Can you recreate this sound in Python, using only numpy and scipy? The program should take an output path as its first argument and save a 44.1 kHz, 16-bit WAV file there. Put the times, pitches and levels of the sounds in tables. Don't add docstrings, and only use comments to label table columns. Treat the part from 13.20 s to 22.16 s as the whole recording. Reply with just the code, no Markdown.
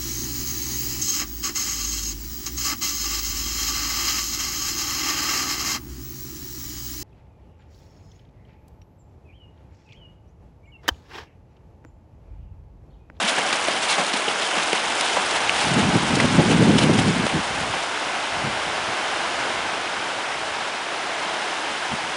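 import sys
import numpy as np
from scipy import signal
from scipy.fft import rfft, irfft
from scipy.io import wavfile

SR = 44100
rng = np.random.default_rng(int(sys.argv[2]) if len(sys.argv) > 2 else 0)


def persist_wave(psi):
    counts = np.round(np.clip(psi, -1, 1) * 32767).astype(np.int16)
    wavfile.write(sys.argv[1], SR, np.atleast_2d(counts).T)


N = 395136


def from_db(db):
    return 10 ** (np.asarray(db) / 20)


def rms_one(x):
    return x / np.sqrt(np.mean(x ** 2) + 1e-20)


def seconds():
    return np.arange(N) / SR


def in_time(rows):
    return np.interp(seconds(), *np.transpose(rows))


def coloured(x, tone):
    hz, db = np.transpose(tone)
    octave, knots = np.log2(np.fft.rfftfreq(N, 1 / SR) + 1), np.log2(hz)
    octaves_outside = np.abs(octave - np.clip(octave, knots[0], knots[-1]))
    gain = from_db(np.interp(octave, knots, db) - 20 * octaves_outside)
    return rms_one(irfft(rfft(x) * gain, N))


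def noise(tone):
    return coloured(rng.standard_normal(N), tone)


def drift(rate_hz):
    hop, warm_up = 40, 2000
    r = np.exp(-2 * np.pi * rate_hz * hop / SR)
    jitter = rng.standard_normal(N // hop + warm_up + 2)
    slow = signal.lfilter([1], [1, -2 * r, r * r], jitter)[warm_up:]
    return np.interp(np.arange(N) / hop, np.arange(len(slow)), rms_one(slow))


def swell(time_s, half_s):
    at = np.arange(max(int((time_s - 4 * half_s) * SR), 0), min(int((time_s + 4 * half_s) * SR), N))
    return at, np.exp(-.5 * ((at / SR - time_s) / half_s) ** 2)


def blend(layers, at, bright_db):
    low, middle, high = layers
    return from_db(-bright_db) * low[at] + middle[at] + from_db(bright_db) * high[at]


def drops(per_s, spread_db, cycles, clump_db, pitch_count=28):
    starts = np.flatnonzero(rng.random(N) < per_s * from_db(clump_db * drift(25)) / SR)
    sizes = from_db(spread_db * np.minimum(rng.exponential(1, len(starts)), 4))
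    sizes *= rng.choice([-1, 1], len(starts))
    pitches = np.geomspace(170, 10500, pitch_count)
    odds = np.sqrt(pitches) / np.sqrt(pitches).sum()
    picked = rng.choice(pitch_count, len(starts), p=odds)
    out = np.zeros(N)
    for k, hz in enumerate(pitches):
        clicks = np.full(N, 1e-18)
        clicks[starts[picked == k]] = sizes[picked == k]
        fade = np.exp(-np.log(1000) * hz / (max(cycles, 2) * SR))
        turn = 2 * np.pi * hz / SR
        ringing = signal.lfilter([1, 0, -1], [1, -2 * fade * np.cos(turn), fade * fade], clicks)
        out += np.sqrt(hz) * rms_one(ringing)
    return rms_one(out)


# (time [s], level [dB])
WAVE_LEVEL = [(0, -27), (1.05, -28), (2.6, -25.5), (3.9, -27.5), (4.7, -28.5), (6.2, -27.5), (6.6, -29),
              (7.75, -30), (8.1, -28.5), (8.96, -30)]
# (pitch [Hz], level [dB])
WAVE_TONE = [(40, -31), (90, -21), (160, -16), (220, -12), (330, -6), (500, -5.5), (750, 2), (1150, -3),
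             (1550, -2), (2300, -7), (3100, -7), (4200, -13.5), (6700, -19.5), (10000, -24.5)]


def waves(gain_db=3.0, bubbles_db=-8, flutter_db=0.12):
    rush = rng.standard_normal(N)
    bubbling = from_db(bubbles_db) * drops(per_s=3000, spread_db=2.0, cycles=14.3, clump_db=2.5)
    level_db = in_time(WAVE_LEVEL) + gain_db + flutter_db * drift(4.9)
    return from_db(level_db) * coloured(rush + bubbling, WAVE_TONE)


# (time [s], level [dB])
WADING_LEVEL = [(0, -30.5), (0.95, -33.5), (1.3, -32), (2.4, -33), (3.9, -34.5), (4.15, -39), (4.8, -40.5),
                (5.2, -49.5), (7.6, -56), (8.96, -45.5)]
# (pitch [Hz], level [dB])
WADING_TONE = [(130, -21), (210, -4), (400, -7.5), (700, 0.5), (1200, -19), (2100, -2.5), (3100, 2.5),
               (4300, -5.5), (7000, -6.5), (10000, -9)]


def wading(gain_db=1.9, flutter_db=1.5, stride_s=0.628, first_surge_s=0.044, surge_db=0.7):
    patter = coloured(drops(per_s=2400, spread_db=1.5, cycles=17, clump_db=2.5), WADING_TONE)
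    surge = np.cos(2 * np.pi * (seconds() - first_surge_s) / stride_s)
    level_db = in_time(WADING_LEVEL) + surge_db * surge + gain_db + flutter_db * drift(28)
    return from_db(level_db) * patter


# (pitch [Hz], level [dB])
GURGLE_TONE = [(100, -18.5), (175, 1), (400, -5.5), (800, 5), (1300, -13.5), (2500, -13), (10000, -44)]
SPLASH_TONE = [(200, -25), (700, 0), (1500, -1.5), (3000, -0.5), (4500, -14), (10000, -22)]
SPRAY_TONE = [(500, -33), (2000, 1), (3500, 8), (5500, -1), (7500, -3), (10000, -3)]
# (time [s], level [dB], brightness [dB], fade time [s])
HOOF_STEPS = [(0.024, -27.5, 5, 0.011), (0.172, -27.5, -2, 0.023), (0.3265, -20, 3, 0.0078),
              (0.482, -22.5, 0, .006), (0.615, -30, 4, 0.028), (0.778, -25.5, -5.5, 0.027),
              (0.935, -19, 3.5, 0.0057), (1.084, -23, 0, .006), (1.210, -31, 6, .02),
              (1.360, -25.5, -3.5, 0.026), (1.530, -16.5, 1, 0.0035), (1.810, -22.5, 12.5, .0016),
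              (1.967, -27, -9, .012), (2.110, -25, 4, .005), (2.359, -22, 1, 0.0062),
              (2.580, -26, -4, 0.023), (3.001, -19.5, -1, 0.0078), (3.183, -28, -7.5, 0.024),
              (3.310, -25, 1, 0.015), (3.583, -19, 3.5, .009), (3.787, -22, 1, 0.01),
              (4.066, -21.5, 0.5, 0.0035), (4.537, -30, -5, .012), (8.213, -36, -3, 0.028),
              (8.885, -35, -4, .016)]


def hooves(thud_db=-0.5, slap_db=0.9, spray_db=-3.0):
    thud = from_db(thud_db) * noise(GURGLE_TONE)
    slap = from_db(slap_db) * noise(SPLASH_TONE)
    spray = from_db(spray_db) * noise(SPRAY_TONE)
    out = np.zeros(N)
    for time_s, db, bright_db, fade_s in HOOF_STEPS:
        start = round(time_s * SR)
        at = np.arange(start, min(start + SR // 5, N))
        age = (at - start) / SR
        rise_s = 0.00084 * (fade_s / 0.0083) ** 2.2
        shape = (1 - np.exp(-age / rise_s)) * np.exp(-age / fade_s)
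        out[at] += from_db(db) * shape / shape.max() * blend((thud, slap, spray), at, bright_db)
    return out


# (time [s], level [dB], starting pitch [Hz], fade time [s])
AIR_POCKETS = [(0.040, -22, 203, .012), (0.184, -13, 1590, 0.0038), (0.484, -13, 620, .0057),
               (0.937, -19.5, 247, 0.0067), (1.080, -15, 402, .005), (1.0825, -11, 2780, .002),
               (1.5298, -8.5, 380, 0.003), (1.970, -15, 524, .005), (2.2950, 1, 2500, .00075),
               (3.0, -7, 1800, 0.0017), (3.7923, -9, 2920, .001), (4.067, -13, 610, 0.0025)]


def bubbles(rise=0.047, gain_db=1):
    out, age = np.zeros(N), np.arange(SR // 10) / SR
    for time_s, db, hz, fade_s in AIR_POCKETS:
        cycles = hz * age * (1 + rise * age / fade_s)
        ring = np.exp(-age / fade_s) * np.sin(2 * np.pi * cycles)
        out[round(time_s * SR) + np.arange(len(age))] += from_db(db + gain_db) * ring
    return out


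# (loudest moment [s], half length [s], level [dB], brightness [dB])
FLUNG_SPRAY = [(0.09, 0.009, -26, 8.5), (0.717, 0.023, -24.5, 4.5), (1.431, 0.0074, -32, 10.5),
               (1.887, 0.014, -35, 8), (2.166, 0.0082, -27.5, 5), (2.43, 0.04, -32, 7.5),
               (2.956, .0063, -31.5, 8.5), (3.634, 0.0068, -24, 2.5)]


def falling_water(crown_delay_s=0.033, crown_half_s=0.01, crown_db=-9, crown_bright_db=-1):
    gurgle = coloured(drops(per_s=5000, spread_db=0.5, cycles=15.6, clump_db=1.5), GURGLE_TONE)
    splash = coloured(drops(per_s=6000, spread_db=3.0, cycles=8.1, clump_db=2.0), SPLASH_TONE)
    spray = coloured(drops(per_s=3500, spread_db=2.0, cycles=5.7, clump_db=3.0), SPRAY_TONE)
    layers = (from_db(-4) * gurgle, from_db(0.2) * splash, from_db(-3.5) * spray)
    crowns = [(time_s + crown_delay_s, crown_half_s, db + crown_db, crown_bright_db)
              for time_s, db, _, _ in HOOF_STEPS]
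    out = np.zeros(N)
    for time_s, half_s, db, bright_db in crowns + FLUNG_SPRAY:
        at, bell = swell(time_s, half_s)
        out[at] += from_db(db) * bell * blend(layers, at, bright_db)
    return out


# (time [s], level [dB])
WIND_LEVEL = [(0, -55), (2.0, -63), (2.15, -46), (2.42, -44), (2.5, -26.5), (2.68, -23), (2.86, -29.5),
              (2.94, -23.5), (3.2, -20.5), (3.5, -19), (3.93, -22.5), (4.1, -43), (4.45, -42), (4.7, -53),
              (5.25, -47.5), (7.45, -54), (7.7, -65), (8.96, -57)]
# (loudest moment [s], half length [s], level [dB])
WIND_THUMPS = [(2.579, .02, -23), (2.762, 0.012, -15.5), (3.049, 0.0071, -15.5), (3.196, 0.016, -20),
               (3.33, 0.023, -20), (3.41, 0.024, -17), (3.499, .014, -15), (3.696, .005, -10),
               (3.885, .025, -20), (4.002, 0.0083, -22.5), (4.045, 0.0099, -21.5), (4.166, 0.022, -20.5),
               (4.42, 0.034, -36), (5.269, .02, -27.5), (5.472, .011, -38), (5.694, 0.022, -39),
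               (8.733, .014, -32.5)]
# (pitch [Hz], level [dB])
WIND_TONE = [(25, -36), (60, -19.5), (110, -3), (160, 2), (240, 1), (320, -4), (450, -11.5), (700, -28.5)]


def wind(gain_db=1.0, lumps_db=2.5, puffs_db=2.5, light_air_db=-43.5, strong_db=-19):
    breeze_db = in_time(WIND_LEVEL)
    lightness = np.clip((light_air_db - breeze_db) / puffs_db, 0, 1)
    power = from_db(breeze_db + lumps_db * drift(35) + puffs_db * lightness * drift(3)) ** 2
    for time_s, half_s, db in WIND_THUMPS:
        at, bell = swell(time_s, half_s)
        power[at] += (from_db(db) * bell) ** 2
    force_db = np.maximum(10 * np.log10(power) - strong_db, -25)
    murmur_gain = from_db(-21 - 0.86 * force_db)
    flutter_gain = from_db(-10 + 0.78 * force_db)
    rumble = noise(WIND_TONE)
    murmur = murmur_gain * noise([(25, -13), (70, 1.5), (130, 1.0)])
    flutter = flutter_gain * noise([(220, -1), (320, -2), (500, -4.0), (900, -18.5)])
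    return from_db(gain_db) * np.sqrt(power / (1 + murmur_gain ** 2)) * (rumble + murmur + flutter)


def scene(bass_cut_hz=165):
    no_bass = signal.butter(6, bass_cut_hz, "high", fs=SR, output="sos")
    plunges = signal.sosfilt(no_bass, hooves() + bubbles())
    return (waves() + wading() + plunges + falling_water() + wind())[None]


# (pitch [Hz], width [Hz], level change [dB])
MIC_TONE = [(730, 200, -1.5), (1550, 130, 0.5), (1854, 280, -2), (2124, 240, 2), (3180, 340, -0.5),
            (4970, 330, 0.5), (5190, 310, 1.5), (7800, 490, -1)]


def record(dry, treble_cut_hz=10150):
    for hz, width_hz, db in MIC_TONE:
        band = signal.iirpeak(hz, hz / width_hz, fs=SR)
        dry = dry + (from_db(db) - 1) * signal.lfilter(*band, dry)
    treble_cut = signal.ellip(12, .1, 80, treble_cut_hz, fs=SR, output="sos")
    return signal.sosfilt(treble_cut, np.tanh(dry))


dry = scene()
out = record(dry)
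persist_wave(out)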